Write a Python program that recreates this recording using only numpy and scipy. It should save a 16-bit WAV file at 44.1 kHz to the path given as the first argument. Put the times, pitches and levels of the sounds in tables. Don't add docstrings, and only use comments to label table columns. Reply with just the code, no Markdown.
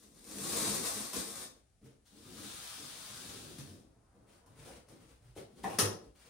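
import sys
import numpy as np
from scipy import signal
from scipy.fft import rfft, irfft, next_fast_len
from scipy.io import wavfile

SR = 44100
rng = np.random.default_rng(int(sys.argv[2]) if len(sys.argv) > 2 else 0)


def digitize_waveform(pressure):
    field = np.atleast_2d(pressure).T
    bounded = np.clip(field, -1, 1)
    quanta = np.round(bounded * 32767).astype(np.int16)
    wavfile.write(sys.argv[1], SR, quanta)


def makeup_ratio(level_db):
    decades = np.asarray(level_db, float) / 20
    return 10 ** decades


N = 277389

# hz, width_hz, level_db
BOARD = [(209.8, 73, 5.5), (270.2, 49.5, 1.5), (345, 15, -7), (437, 69, -18)]
LEAD_S = 0.005


def evened(x):
    return x / np.sqrt(np.mean(x ** 2) + 1e-20)


def read(points, hz):
    f, value = np.transpose(points)
    return np.interp(np.log(hz + 1), np.log(f + 1), value)


def level_curve(s, db):
    return makeup_ratio(np.interp(np.arange(N) / SR, s, db, -150, -150))


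def coloured(x, spectrum):
    hz = abs(np.fft.fftfreq(4096, 1 / SR))
    log_gain = np.log(makeup_ratio(np.maximum(read(spectrum, hz), -100)))
    taps = np.fft.ifft(np.exp(np.conj(signal.hilbert(log_gain)))).real[:2048]
    return evened(signal.oaconvolve(x, taps)[:len(x)])


def ringing(x, modes):
    out = np.zeros(len(x))
    for hz, width_hz, db in modes:
        r = np.exp(-np.pi * width_hz / SR)
        poles = [1, -2 * r * np.cos(2 * np.pi * hz / SR), r * r]
        out += makeup_ratio(db) * (1 - r) * signal.lfilter([1, 0, -1], poles, x)
    edges_hz = [0.5 * modes[0][0], 1.32 * modes[-1][0]]
    band = signal.butter(2, edges_hz, "bandpass", fs=SR, output="sos")
    return evened(signal.sosfilt(band, out))


def slips(per_s, spread_db, flutter_db, flutter_s):
    size = makeup_ratio(spread_db * np.minimum(rng.exponential(1, N), 5)) * rng.choice([-1., 1.], N)
    smoothing = np.exp(-(np.arange(-2000, 2000) / SR / flutter_s) ** 2)
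    grip = evened(signal.oaconvolve(rng.standard_normal(N), smoothing, "same"))
    released = rng.random(N) < per_s / SR
    return size * released * makeup_ratio(flutter_db * grip)


def stroke(rows, boom_db):
    s, bright_db, board_db = np.transpose(rows)
    board = level_curve(s, board_db)
    return level_curve(s, bright_db), board, makeup_ratio(boom_db) * board


def friction(levels, spectrum, grains):
    # hz, width_hz, level_db
    cavity = [(65, 34, -5), (106, 35, 6.5), (140, 29.6, -1)]
    layers = coloured(grains, spectrum), ringing(grains, BOARD), ringing(grains, cavity)
    return sum(level * layer for level, layer in zip(levels, layers))


def peel():
    # start_s, rasp_db, board_drumming_db
    pull = [(0.0, -63, -68.5), (0.11, -73, -65), (0.16, -65.5, -64), (0.23, -61.5, -60.5),
            (0.3, -49.5, -52), (0.38, -47.5, -47.5), (0.42, -45, -47), (0.56, -37.5, -43.5),
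            (0.682, -38, -40.5), (0.816, -43, -46.5), (0.85, -38.5, -54), (0.928, -41, -53.5),
            (1.002, -43, -45.5), (1.108, -52, -73), (1.168, -39, -43), (1.242, -48.5, -55.5),
            (1.442, -49.5, -59.5), (1.56, -117, -78)]
    # hz, relative_db_per_hz
    rasp = [(290, -30), (500, 1.5), (586, -3), (960, -5.5), (1140, -2), (1360, -7.5), (1770, -7.5),
            (3150, -10.5), (3550, -5.5), (7100, -4), (9220, -3), (11300, -11), (14700, -10.5),
            (16000, -24.5)]
    grains = slips(per_s=9000, spread_db=2.9, flutter_db=1.86, flutter_s=0.0047)
    return friction(stroke(pull, boom_db=-7), rasp, grains)


def strip():
    # start_s, level_db
    taut = [(1.2, -81), (1.27, -68), (1.42, -61), (1.5, -87)]
    # pitch_hz, width_hz, level_db
    tape_mode = [(3550, 150, 0)]
    s, db = np.transpose(taut)
    return level_curve(s, db) * ringing(rng.standard_normal(N), tape_mode)


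def palm():
    # start_s, hiss_db, board_rumble_db
    smoothing = [(2.04, -91, -90), (2.06, -67, -86), (2.108, -69, -71), (2.134, -67.5, -63.5),
                 (2.428, -50.5, -52), (2.72, -49.5, -71), (2.806, -50.5, -55.5), (2.906, -51, -65.5),
                 (3.322, -51.5, -54.5), (3.73, -64, -56), (3.95, -95, -73)]
    # hz, relative_db_per_hz
    skin = [(290, -23.5), (500, -5), (1360, 1), (2130, -3), (3590, 2.5), (8090, -1.5), (9360, -0.5),
            (11500, -7.5), (15100, -9.5), (16000, -5)]
    grains = slips(per_s=20000, spread_db=1.8, flutter_db=0.8, flutter_s=0.005)
    return friction(stroke(smoothing, boom_db=-2.5), skin, grains)


def knocks():
    # time_s, crack_db, ring_hz, ring_db, thud_db
    blows = [(0.17, -71, 500, -78, -80), (1.135, -34, 473, -44, -44.5), (1.845, -62, 330, -66, -62),
             (2.379, -52, 300, -64, -62), (3.587, -43.5, 510, -66, -75), (4.4639, -62.5, 930, -60, -69),
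             (4.675, -55, 565, -44, -64), (4.889, -56, 513, -54.5, -63), (5.367, -59, 480, -36, -55),
             (5.641, -50, 1880, -38.5, -40.5), (5.645, -58, 770, -28.5, -53),
             (5.701, -46.5, 2730, -46, -48.5), (5.79, -18.5, 430, -35.5, -30.5)]
    # hz, relative_db_per_hz
    crack_colour = [(290, -38), (500, -13), (729, -17.5), (1020, -7), (1440, -12.5), (1980, -13),
                    (2190, -16), (2890, -14.5), (4600, -16.5), (5550, -9), (7750, -17.5), (9630, -12),
                    (15100, -22), (16000, -36.5)]
    # hz, width_hz, level_db
    sill = [(199, 35, 7.5), (304, 25, 0.5), (332, 19, 3), (364, 22, 6), (444, 29, 3), (483, 19, -4),
            (527, 15, -4), (770, 33, -9.5), (994, 30, -3.5)]
    sill_from_s = 5.6
    ring_width_hz = 250
    t, out = np.arange(8000) / SR, np.zeros(N + 8000)

    def envelope(rise_s, fall_s):
        return np.exp(-t / fall_s) * np.minimum(t / rise_s, 1)

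    crack, ring, thud = envelope(0.0042, 0.011), envelope(0.0046, 0.01), envelope(0.004, 0.057)
    for s, crack_db, ring_hz, ring_db, thud_db in blows:
        puff = rng.standard_normal((3, len(t)))
        struck = sill if s > sill_from_s else BOARD
        blow = makeup_ratio(crack_db) * coloured(puff[0], crack_colour) * crack
        blow += makeup_ratio(ring_db) * ringing(puff[1], [(ring_hz, ring_width_hz, 0)]) * ring
        blow += makeup_ratio(thud_db) * ringing(puff[2], struck) * thud
        out[round((s - LEAD_S) * SR):][:len(t)] += blow
    return out[:N]


def booms():
    # time_s, boom_hz, boom_db
    landings = [(1.835, 132.7, -47.5), (3.44, 147.5, -47), (3.586, 140, -37), (3.66, 93.6, -44),
                (4.229, 122, -59), (4.559, 112, -53), (4.72, 65, -51), (5.03, 62.3, -51), (5.11, 56.5, -52),
                (5.27, 119, -51), (5.285, 54.6, -50), (5.595, 55, -50), (5.82, 102.7, -26.5),
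                (6.06, 55, -46)]
    rise_s, fall_s = 0.016, 0.042
    t, out = np.arange(12000) / SR, np.zeros(N + 12000)
    swell = np.exp(-t / fall_s) * (1 - np.exp(-(t / rise_s) ** 2))
    for s, boom_hz, boom_db in landings:
        swing = makeup_ratio(boom_db) * np.sin(2 * np.pi * boom_hz * t) * swell
        out[round((s - LEAD_S) * SR):][:len(t)] += swing
    return out[:N]


def swells():
    # start_s, length_s, rustle_db, low_scuff_db, boom_db
    shuffles = [(1.546, 0.068, -70, -65.5, -68), (1.807, 0.17, -70, -59, -66),
                (3.937, 0.16, -128, -69, -70), (4.106, 0.24, -83, -65, -70), (4.259, 0.21, -68, -66.5, -72),
                (4.452, 0.2, -75, -67, -62.5), (4.544, 0.19, -61.5, -60, -54),
                (4.63, 0.15, -58, -55.5, -56), (4.71, 0.13, -63, -60, -60),
                (4.862, 0.22, -67.5, -61, -63.5), (4.993, 0.11, -67, -64, -59),
                (5.065, 0.14, -65.5, -65.5, -63), (5.203, 0.19, -72.5, -71, -60),
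                (5.349, 0.092, -57, -71, -54), (5.456, 0.34, -75, -63.5, -71),
                (5.556, 0.11, -64.5, -56, -60), (5.627, 0.081, -50.5, -46.5, -60),
                (5.676, 0.17, -53.5, -51, -51.5), (6.0, 0.13, -73.5, -58, -62),
                (6.138, 0.2, -65.5, -76, -91), (6.219, .2, -65, -66.5, -86)]
    skew = 0.55
    hop = 21
    start, length, *levels_db = np.transpose(shuffles)
    t = np.arange(0, N, hop) / SR
    part = np.clip((t - start[:, None]) / length[:, None], 0, 1)
    arches = np.sin(np.pi * part ** skew) ** 4
    power = makeup_ratio(2 * np.array(levels_db)) @ arches
    return np.repeat(np.sqrt(power), hop, axis=1)[:, :N]


def cloth():
    # hz, relative_db_per_hz
    rustle = [(300, -41), (550, -8), (900, -9.5), (2000, -10), (4500, -13.5), (7500, -16), (9600, -14),
              (11500, -24.5), (16000, -21.5)]
    grains = slips(per_s=12000, spread_db=2.8, flutter_db=2.2, flutter_s=0.006)
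    return friction(swells(), rustle, grains)


def car():
    # hz, relative_db_per_hz
    tyres = [(150, -32), (400, -2), (800, -1.5), (1400, -6.5), (2500, -21), (5000, -52)]
    nearest_s, half_width_s, level_db = 4.48, 0.49, -73.5
    t = np.arange(N) / SR
    nearness = 1 / (1 + ((t - nearest_s) / half_width_s) ** 2)
    return makeup_ratio(level_db) * coloured(rng.standard_normal(N), tyres) * nearness


def room_tone():
    # hz, relative_db_per_hz
    air = [(18, -34.5), (30, 7), (70, 4), (210, -10.5), (295, -16.5), (760, -20.5), (1070, -36),
           (1160, -26.5), (3140, -32), (9710, -31), (16000, -53)]
    return makeup_ratio(-68) * np.array([coloured(noise, air) for noise in rng.standard_normal((2, N))])


def room(x, wet_db, drift_s):
    # hz, t60_s
    decay = [(100, 0.17), (260, 0.41), (700, 0.44), (1840, 0.34), (4850, 0.35), (11000, 0.26)]
    out, phase = np.zeros((2, N)), np.pi * np.arange(N) / SR / drift_s
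    for k in range(3):
        hz, t, bands = signal.stft(rng.standard_normal((2, SR)), SR, nperseg=256)
        t60 = np.maximum(read(decay, hz), 0.05)
        tail = signal.istft(bands * makeup_ratio(-60 * t / t60[:, None]), SR, nperseg=256)[1]
        tail[:, :180] = 0
        tail /= np.linalg.norm(tail, axis=1)[:, None]
        share = x * np.sqrt(2 / 3) * np.cos(phase + k * np.pi / 3)
        out += signal.fftconvolve(share[None], tail, axes=1)[:, :N]
    out[0] = (x + makeup_ratio(wet_db) * out[0]) / np.sqrt(1 + makeup_ratio(2 * wet_db))
    return out


def scene():
    rubbing = peel() + strip() + palm() + cloth()
    out = room(rubbing + car(), wet_db=0.25, drift_s=0.15)
    out += room(booms(), wet_db=-7, drift_s=0.3)
    out += room(knocks(), wet_db=2.77, drift_s=0.06)
    return out + room_tone()


def top_cut(x):
    return signal.sosfilt(signal.butter(12, 16300, fs=SR, output="sos"), x)


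def record(dry):
    # hz, share_0_to_1
    lean_points = [(100, 0.12), (600, 0.14), (2000, 0.2), (5500, 0.67), (8400, 0.46), (10000, 0.12)]
    # hz, level_db
    width_points = [(60, -14.5), (130, -14), (300, -8.5), (700, -2), (2500, -2.5), (5500, -0.5),
                    (7200, -0.5), (8400, 6), (9300, -4.5), (10200, -13), (10800, -26), (13800, -14.5),
                    (15000, -2)]
    peak_hz, peak_width_hz, peak_db = 9450, 650, 4.0
    bass_cut_hz, band_limit_hz = 52, 15800
    size = next_fast_len(N)
    hz = np.fft.rfftfreq(size, 1 / SR)
    resonance = makeup_ratio(peak_db * np.exp(-((hz - peak_hz) / peak_width_hz) ** 2))
    bass_cut = 1 / np.sqrt(1 + (bass_cut_hz / (hz + 1)) ** 4)
    mid, across = rfft(dry, size) * resonance * bass_cut * (hz < band_limit_hz)
    lean = np.clip(read(lean_points, hz), -1, 1)
    side = makeup_ratio(read(width_points, hz)) * (lean * mid + np.sqrt(1 - lean ** 2) * across)
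    mix = irfft(np.array([mid + side, mid - side]), size)[:, :N]
    return top_cut(mix)


dry = scene()
out = record(dry)
digitize_waveform(out)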